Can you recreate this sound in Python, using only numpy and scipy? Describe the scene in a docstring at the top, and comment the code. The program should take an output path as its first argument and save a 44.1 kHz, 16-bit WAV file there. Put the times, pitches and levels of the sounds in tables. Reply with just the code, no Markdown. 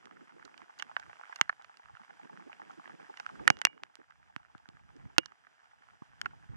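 """Hail clicks sharply on a jacket right beside a camera, over hissing rain, soft patter and gusty wind.
Each stone sets the cloth ringing briefly, with a noisy crack and a low thump; some also shake the camera.
Rain is coloured noise, wind is slow noise that pushes mostly opposite ways at the two microphone ports,
and a small lens motor knocks twice in each round, about ten rounds a second."""
import sys
import numpy as np
from scipy import signal
from scipy.fft import rfft, irfft
from scipy.io import wavfile
from scipy.ndimage import uniform_filter1d

SR = 44100
rng = np.random.default_rng(int(sys.argv[2]) if len(sys.argv) > 2 else 0)


def bounce(signal):
    """Save signal as a 16-bit WAV file at the path given by the first command-line argument."""
    frames = np.transpose(np.atleast_2d(signal))
    limited = np.clip(frames, -1, 1)
    pcm = np.round(limited * 32767).astype(np.int16)
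    wavfile.write(sys.argv[1], SR, pcm)


N = 289560  # length [samples]


def undb(db):
    """Turn a level in dB into a gain."""
    return 10 ** (np.asarray(db) / 20)


def curve(table):
    """Draw straight lines between the rows of a timed table, giving each column one value a sample."""
    time_s, *columns = np.transpose(table)
    return [np.interp(np.arange(N) / SR, time_s, column) for column in columns]


def band(x, lo_hz, hi_hz, order=2):
    """Keep mainly the pitches between two limits."""
    sos = signal.butter(order, [lo_hz, hi_hz], "band", fs=SR, output="sos")
    return signal.sosfilt(sos, x)


def unit(x):
    """Scale to an average strength (rms) of 1."""
    return x / np.sqrt(np.mean(x ** 2))


def walk(rate_hz):
    """Random levels that slide from one to the next, rate_hz of them a second, with a spread of about 1."""
    hold = int(SR / rate_hz)
    steps = np.repeat(rng.standard_normal(N // hold + 1), hold)
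    return unit(uniform_filter1d(steps, hold)[:N])


def ring(t, hz, db, t60, phase=0):
    """Sine waves that die away, one row for each way the object vibrates; t60 is the time to fall 60 dB."""
    hz, db, t60, phase = (np.reshape(v, (-1, 1)) for v in (hz, db, t60, phase))
    return undb(db) * np.sin(2 * np.pi * hz * t + phase) * 1000. ** (-t / t60)


def add(out, s, sound):
    """Mix a short sound into out, starting at s seconds."""
    i = int(s * SR)
    out[:, i:i + sound.shape[1]] += sound[:, :N - i]


def rain(level_db):
    """Far drops are so dense that they blur into a hiss, partly shared by the two ports."""
    # colour of the hiss at the right port, before a bass cut: (pitch [Hz], relative level [dB])
    colour = [(200, -30), (400, -20), (850, -4), (1150, -5), (1600, 0), (2200, -9.5), (3200, -11.5),
              (4100, -20.5), (5300, -18), (7500, -23.5), (10000, -32), (12500, -42), (14000, -52.5)]
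    # how the ports share it: (pitch [Hz], left minus right [dB], likeness [0-1], left leads by [radians])
    sharing = [(300.3, 1.5, 0.8, 18), (800, 2.5, 0.5, 4.9), (1350, -4, .55, 2.5), (3040, -4, .25, 1.4),
               (5000, -1, 1, 4.9)]
    hz = np.arange(N // 2 + 1) * SR / N + 1  # the +1 keeps the logarithm finite
    db, pan_db, alike, lead = (np.interp(np.log(hz), np.log(table[0]), column)
                               for table in (np.transpose(colour), np.transpose(sharing))
                               for column in table[1:])
    alike = np.clip(alike, 0, 1)
    unsteady = undb(.8 * walk(30))
    right, other = rfft(rng.standard_normal((2, N)) * unsteady)
    left = alike * np.exp(1j * lead) * right + np.sqrt(1 - alike ** 2) * other
    left = left * undb(pan_db)
    bass_cut = np.minimum(hz / 200, 1)
    hiss = irfft(np.array([left, right]) * undb(db) * bass_cut, N)
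    return unit(hiss) * undb(level_db)


def wind():
    """Eddies rumble, flutter and bump at the ports, mostly pushing one while they pull the other."""
    # strength before the random gusts below: (time [s], rumble level [dB], flutter level [dB])
    gusts = [(0, -74, -71.5), (.3, -90, -62.5), (.58, -78, -63.5), (.8, -84, -72), (1.1, -68, -68),
             (1.22, -97.5, -77.5), (1.54, -66, -76), (1.72, -84.5, -74), (1.96, -61.5, -92),
             (2.1, -84, -61), (3.05, -79.5, -63), (3.2, -78, -82), (3.42, -52.5, -49.5), (3.75, -78, -66.5),
             (4.06, -84, -86.5), (4.3, -69, -87), (5.1, -57, -66), (5.62, -88, -88), (6.1, -59, -78.5),
             (6.33, -62, -73.5), (6.57, -50, -71.5)]
    # single eddies: (time [s], peak level before the port gains [dB], middle pitch [Hz])
    puffs = [(0.21, -59.5, 300), (0.361, -61.5, 420), (0.445, -59, 354), (0.601, -69, 218),
             (0.85, -70, 237), (1.075, -65, 131), (1.998, -64, 158), (2.12, -71, 339), (2.405, -60, 261),
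             (2.46, -54, 312), (2.621, -60, 420), (2.77, -56.5, 218), (2.858, -66, 280), (3.024, -58, 260),
             (3.089, -57, 324), (3.407, -51, 350), (3.759, -63, 385), (3.987, -60.5, 311.4),
             (6.248, -60.5, 253.2), (6.49, -50, 88.8)]
    rise_s, port_gains = 0.0085, [[-3], [4.88]]
    out = 0
    for db, lo_hz, hi_hz in zip(curve(gusts), (40, 150), (160, 420)):
        shared, own = unit(band(rng.standard_normal((2, N)), lo_hz, hi_hz))
        bumps_db = 5.0 * walk(45) + 3.0 * walk(12)
        out = out + undb(db + bumps_db) * np.array([-.75 * shared + .2 * own, shared])
    age = np.arange(3000) / SR / rise_s
    for s, peak_db, hz in puffs:
        bump = band(rng.standard_normal(len(age)), .7 * hz, 1.4 * hz) * age * np.exp(-age)
        add(out, s, undb(peak_db) * bump / abs(bump).max() * port_gains)
    return out


def motor(level_db):
    """The lens motor knocks twice a round; the casing rings and carries each knock to both ports."""
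    # loudness on top of level_db: (time [s], first tick level [dB], second tick level [dB])
    ticks = [(0, 12, 11), (1, 21.5, 0), (2, 20.5, 8), (3.4, 22.5, 2), (4, 16, -6.5), (5.25, 17, -2.5),
             (5.4, -11.5, -5.5), (5.7, -6.5, 14), (6.57, -10, 16)]
    # ringing of the casing: (pitch [Hz], level [dB], t60 [s], left leads by [radians])
    casing = [(860, 3.5, 0.045, 3.1), (470, -11.5, 0.0097, 1), (1150, 4, .011, 2.2), (1390, -1, .008, 1.6)]
    round_s, first_s, second_s = .1001, .0945, .0275  # time between rounds, start of each tick series
    out, t = np.zeros((2, N)), np.arange(1500) / SR
    hz, db, t60, lead = np.transpose(casing)
    soft_start = 1 - np.exp(-t / 0.00094)
    for start, tick_db in zip((first_s, second_s), curve(ticks)):
        for s in np.arange(start, N / SR - .01, round_s):
            chance = rng.standard_normal((2, len(hz)))  # no two knocks are quite alike
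            modes = hz * (1 + .015 * chance[0]), db + 2.5 * chance[1], t60
            left, right = ring(t, *modes, lead).sum(0), 1.2 * ring(t, *modes).sum(0)
            add(out, s, undb(tick_db[int(s * SR)]) * soft_start * np.array([left, right]))
    return out * undb(level_db)


def patter(level_db, count=480, size=80):
    """Raindrops tap the cloth softly: some at set times, fainter ones at random on a stock of random folds."""
    # drops that stand out: (time [s], level of the tap [dB], middle of the ring [Hz])
    drops = [(.071, -39, 1450), (0.11, -36, 1710), (0.168, -42, 1320), (0.208, -44, 1240),
             (.396, -42, 1410), (0.4258, -37, 1430), (.477, -38, 1300), (.542, -39, 1530),
             (.617, -37.5, 1560), (.704, -45, 1080), (1.026, -36, 1240), (1.064, -44, 1530),
             (1.13, -36.5, 1310), (1.156, -44, 900), (1.2353, -33.5, 1380), (1.254, -39, 1940),
             (1.276, -44, 1250), (1.388, -36, 1700), (1.5267, -34.5, 1400), (1.613, -40.5, 1570),
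             (1.857, -39.5, 1610), (1.8848, -42, 1630), (1.951, -37.5, 1550), (1.969, -37, 1640),
             (2.034, -42, 1510), (2.047, -41.5, 1520), (2.1062, -36, 1110), (2.2473, -43, 1500),
             (2.33, -41.5, 1250), (2.373, -35, 1530), (2.517, -39, 1360), (2.529, -33.5, 1390),
             (2.7062, -36, 1470), (2.856, -33.5, 1400), (2.876, -37, 1510), (2.895, -38.5, 1410),
             (3.045, -42, 1360), (3.14, -44, 1600), (3.355, -39, 1470), (3.729, -46, 1720),
             (3.777, -41, 1610), (3.969, -46, 1640), (4.015, -44.5, 1128), (4.449, -44, 1256),
             (4.656, -42, 1370), (4.769, -44, 1660), (4.89, -48.5, 1900), (4.904, -45.5, 1440),
             (5.052, -46, 1330), (5.164, -42.5, 1000), (5.232, -42.5, 1780), (5.3195, -38, 1630),
             (5.468, -43, 1260), (5.448, -50, 1700), (5.886, -43.5, 1385), (6.1846, -57, 3000),
             (6.543, -45, 1275)]
    out = np.zeros((2, N))
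    for s, peak_db, centre_hz in drops:
        add(out, s, undb(peak_db) * blow(centre_hz, -27.5, 10.9, -9.0))
    folds = [blow(1000 * 2 ** (0.88 * pitch), -26.5, 4 + 9 * length, -4.5)
             for pitch, length in rng.random((size, 2))]
    for when, luck, which in rng.random((count, 3)):
        drop_db = level_db[int(when * N)] + 13.5 - 1.9 * np.log(luck)  # a few drops are much louder
        add(out, when * N / SR, undb(drop_db) * folds[int(which * size)])
    return out


def thump(t):
    """A low knock made of two short rings, opposite at the two ports."""
    knock = ring(t, [130, 240], [-2, 0], [.02, .013]).sum(0)
    return band(knock, 120, 510) * [[-.75], [1]]


def blow(centre_hz, crack_db, t60_ms, pan_db):
    """A hit rings the cloth, cracks and thumps; the cloth's ring reaches the left port late and reversed."""
    # ways the cloth can ring: (pitch [Hz], level [dB], share of the limited ring time [ratio])
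    cloth = [(521.8, -16, 0.43), (840, -11, 2.2), (1374, -2, 1.6), (1630, 5, 1.3), (2024, 10.5, 0.52),
             (2877, 6.5, 1.6), (5120, -14, 0.74)]
    t = np.arange(1300) / SR
    hz, db, share = np.transpose(cloth)
    chance, noise = rng.standard_normal((3, len(hz))), rng.standard_normal((4, len(t)))
    hz = hz * (1 + .05 * chance[0])
    db = db - 13.0 * np.log2(hz / centre_hz) ** 2 + 1.5 * chance[1]  # favour pitches near the middle
    t60 = max(t60_ms, 1) / 1000
    damped = share * min(.6 * t60, .008)
    right = ring(t, hz, db, damped).sum(0)
    delay_phase = 2 * np.pi * hz * 7e-5  # 70 microseconds late
    left = -ring(t, hz, db, damped, 0.3 * chance[2] - delay_phase).sum(0)

    # a hard landing starts with one sharp contact; then comes a rattle that swells and dies
    age = t / (.07 * t60)
    settling = undb(-22.5) * 1000. ** (-t / np.clip(5.3 * t60, .02, .04))  # the cloth shivers on, faintly
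    rattle_shape = age * np.exp(1 - age) + settling
    hard = min(undb(crack_db + 14), 1)
    rattle_noise = noise[0] + 0.49 * noise[:2]  # mostly the same at both ports
    rattle = 12.7 * t60 * (1 - 0.55 * hard) * rattle_noise * rattle_shape
    rattle[:, 0] += hard

    # the duller the crack, the softer the landing and the less treble reaches the cloth
    body = signal.fftconvolve([left, right], rattle, axes=1)[:, :len(t)]
    body = band(body, 730, 7000 * undb(0.39 * min(crack_db, 0)))
    body = band(body, 480, 15000)  # the cloth sends out little bass
    crack = band(noise[2:] * 1000. ** (-t / (0.28 * t60)), 3500, 6400)
    both = body / abs(body).max(1, keepdims=True)
    both = both + undb(crack_db + 3.5) * crack / abs(crack).max()
    pan = undb(np.minimum([[pan_db], [-pan_db]], 0))  # only the weaker side is turned down
    return pan * both + undb(-36.5) * thump(t)


def hail():
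    """Stones hit the cloth, and some also make the camera body ring and thump."""
    # hits: (time [s], level of the blow [dB], middle of the ring [Hz], crack level before a 3.5 dB lift [dB],
    # length setting that scales the ring and rattle times [ms], left minus right [dB])
    stones = [(.0563, -36.5, 1640, -8.5, 4, -6), (0.4509, -43.5, 740, 0, 46, -11),
              (.5778, -36.5, 1530, -10, 18, -11), (.7887, -40.5, 1790, -3.5, 126, -4),
              (0.7974, -28.5, 2480, -8.5, 22, -6), (0.8237, -20, 1620, -7.5, 15, -12.5),
              (0.9142, -33, 1490, -33, 2.1, -14), (0.9657, -14.5, 1280, -29.5, 7.7, -6),
              (0.9982, -35, 1240, -6.5, 12, -10), (1.2116, -32.5, 1480, -31, 5.5, -30),
              (1.3244, -30, 1450, -28, 24, -10), (1.3596, -32.5, 1480, -4, 23, -6),
              (1.4125, -0.5, 1800, -11, 8.6, -8), (1.4932, -13, 1380, -28, 24.6, -2.5),
              (1.622, -50, 1320, -2, 12, -4), (1.645, -36, 1610, -17, 23, -11),
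              (1.7713, -42, 1710, -6.5, 11, -10), (2.6172, -32.5, 1430, -34, 8.5, -6.5),
              (2.7149, -53, 1250, 0, 20, -10), (3.1726, -33, 1750, -10.5, 17, -9),
              (3.199, -28, 1110, -10.5, 23.4, -7.5), (3.2634, -22, 1480, -23.5, 10.5, -5),
              (3.3099, -49, 1360, -9, 4, 17), (3.3955, -44, 1030, -19, 12, -17),
              (3.4776, 2.5, 1301, -15, 11.8, -8.5), (3.5023, -0.5, 850, -9, 8.7, -6.5),
              (3.5697, -33, 1880, -10, 4.4, -18), (3.5893, -41, 1960, -4.5, 18, -15),
              (3.616, -16, 1690, -7.5, 12.4, -7.5), (3.6515, 0.5, 1750, -8, 9.4, -6),
              (3.6697, -16, 1540, -25, 3.9, 5), (3.8353, -23.5, 1880, -17, 2.9, -1),
              (3.955, -35, 2055, -2.5, 1.9, -10.5), (4.1058, -40, 1120, -21, 21.4, -10),
              (4.363, -19.5, 1900, -20.5, 3.3, -11.5), (4.549, -36.5, 977, -37, 7.7, 26.5),
              (4.58, -47.5, 1670, -8, 8.4, -17), (4.689, -39, 2020, 1, 1.95, -12),
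              (4.9647, -52, 1620, -1.5, 16.5, -10), (5.1824, 2, 2300, -4, 12.2, -11.5),
              (5.2587, -31.5, 2090, 0.5, 13, -14), (6.0202, -40, 970, -39, 12, -14.5),
              (6.2146, -20, 2170, -8, 9.3, 3.5), (6.2579, -19, 1370, -25.5, 21.4, -4)]
    # camera body, three metal rings then two hollow knocks of the casing:
    # (pitch [Hz], t60 [s], share at the left port [ratio], left leads by [radians])
    metal = [(2864, .24, .32, 2.1), (2318, .2, .57, 2.8), (2010, .1, .5, 2.5), (330, .04, .6, 3.1),
             (520, .035, .6, 3.1)]
    # shakes of the body: (time [s], thump level [dB], then the level of each of its five rings [dB])
    shakes = [(1.4137, -25, -62, -82, -44.5, -55, -55), (3.48, -38, -49, -62, -63, -34, -27),
              (3.503, -12.5, -51, -57, -61, -30, -36), (3.6162, -60, -80, -80, -49, -60, -55),
              (3.651, -50.5, -43.5, -44, -60, -42, -36), (4.3637, -28.5, -79, -75, -80.5, -63, -60),
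              (4.5517, -35.5, -80, -81.5, -80.5, -67, -62), (4.688, -36.5, -80, -78, -80, -65, -60),
              (5.183, -27, -45.5, -53, -60, -15.5, -18), (6.02, -30.5, -80, -82, -80, -60, -56)]
    out, t = np.zeros((2, N)), np.arange(SR // 2) / SR
    for s, peak_db, *how in stones:
        add(out, s, undb(peak_db) * blow(*how))
    hz, t60, left_share, lead = np.transpose(metal)
    for s, thump_db, *db in shakes:
        left = left_share @ ring(t, hz, db, t60, lead)
        right = ring(t, hz, db, t60).sum(0)
        add(out, s, np.array([left, right]) + undb(thump_db) * thump(t))
    return out


def scene():
    """Add up everything that reaches the two ports."""
    # recording level of the rain, the random patter and the motor, sinking after the loudest blows
    # and creeping back: (time [s], level [dB])
    background_level = [(0, -67.5), (.5, -66), (1.4, -61), (1.47, -67.5), (3.46, -60), (3.7, -72.5),
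                        (5.17, -69), (5.22, -71), (6.57, -66.5)]
    level_db, = curve(background_level)
    return hail() + patter(level_db) + rain(level_db) + motor(level_db) + wind()


def record(dry):
    """Flatten any peaks beyond full scale, then cut the treble above 16900 Hz steeply."""
    treble_cut = signal.ellip(8, .2, 70, 16900, fs=SR, output="sos")
    return signal.sosfilt(treble_cut, np.clip(dry, -1, 1))


dry = scene()
out = record(dry)
bounce(out)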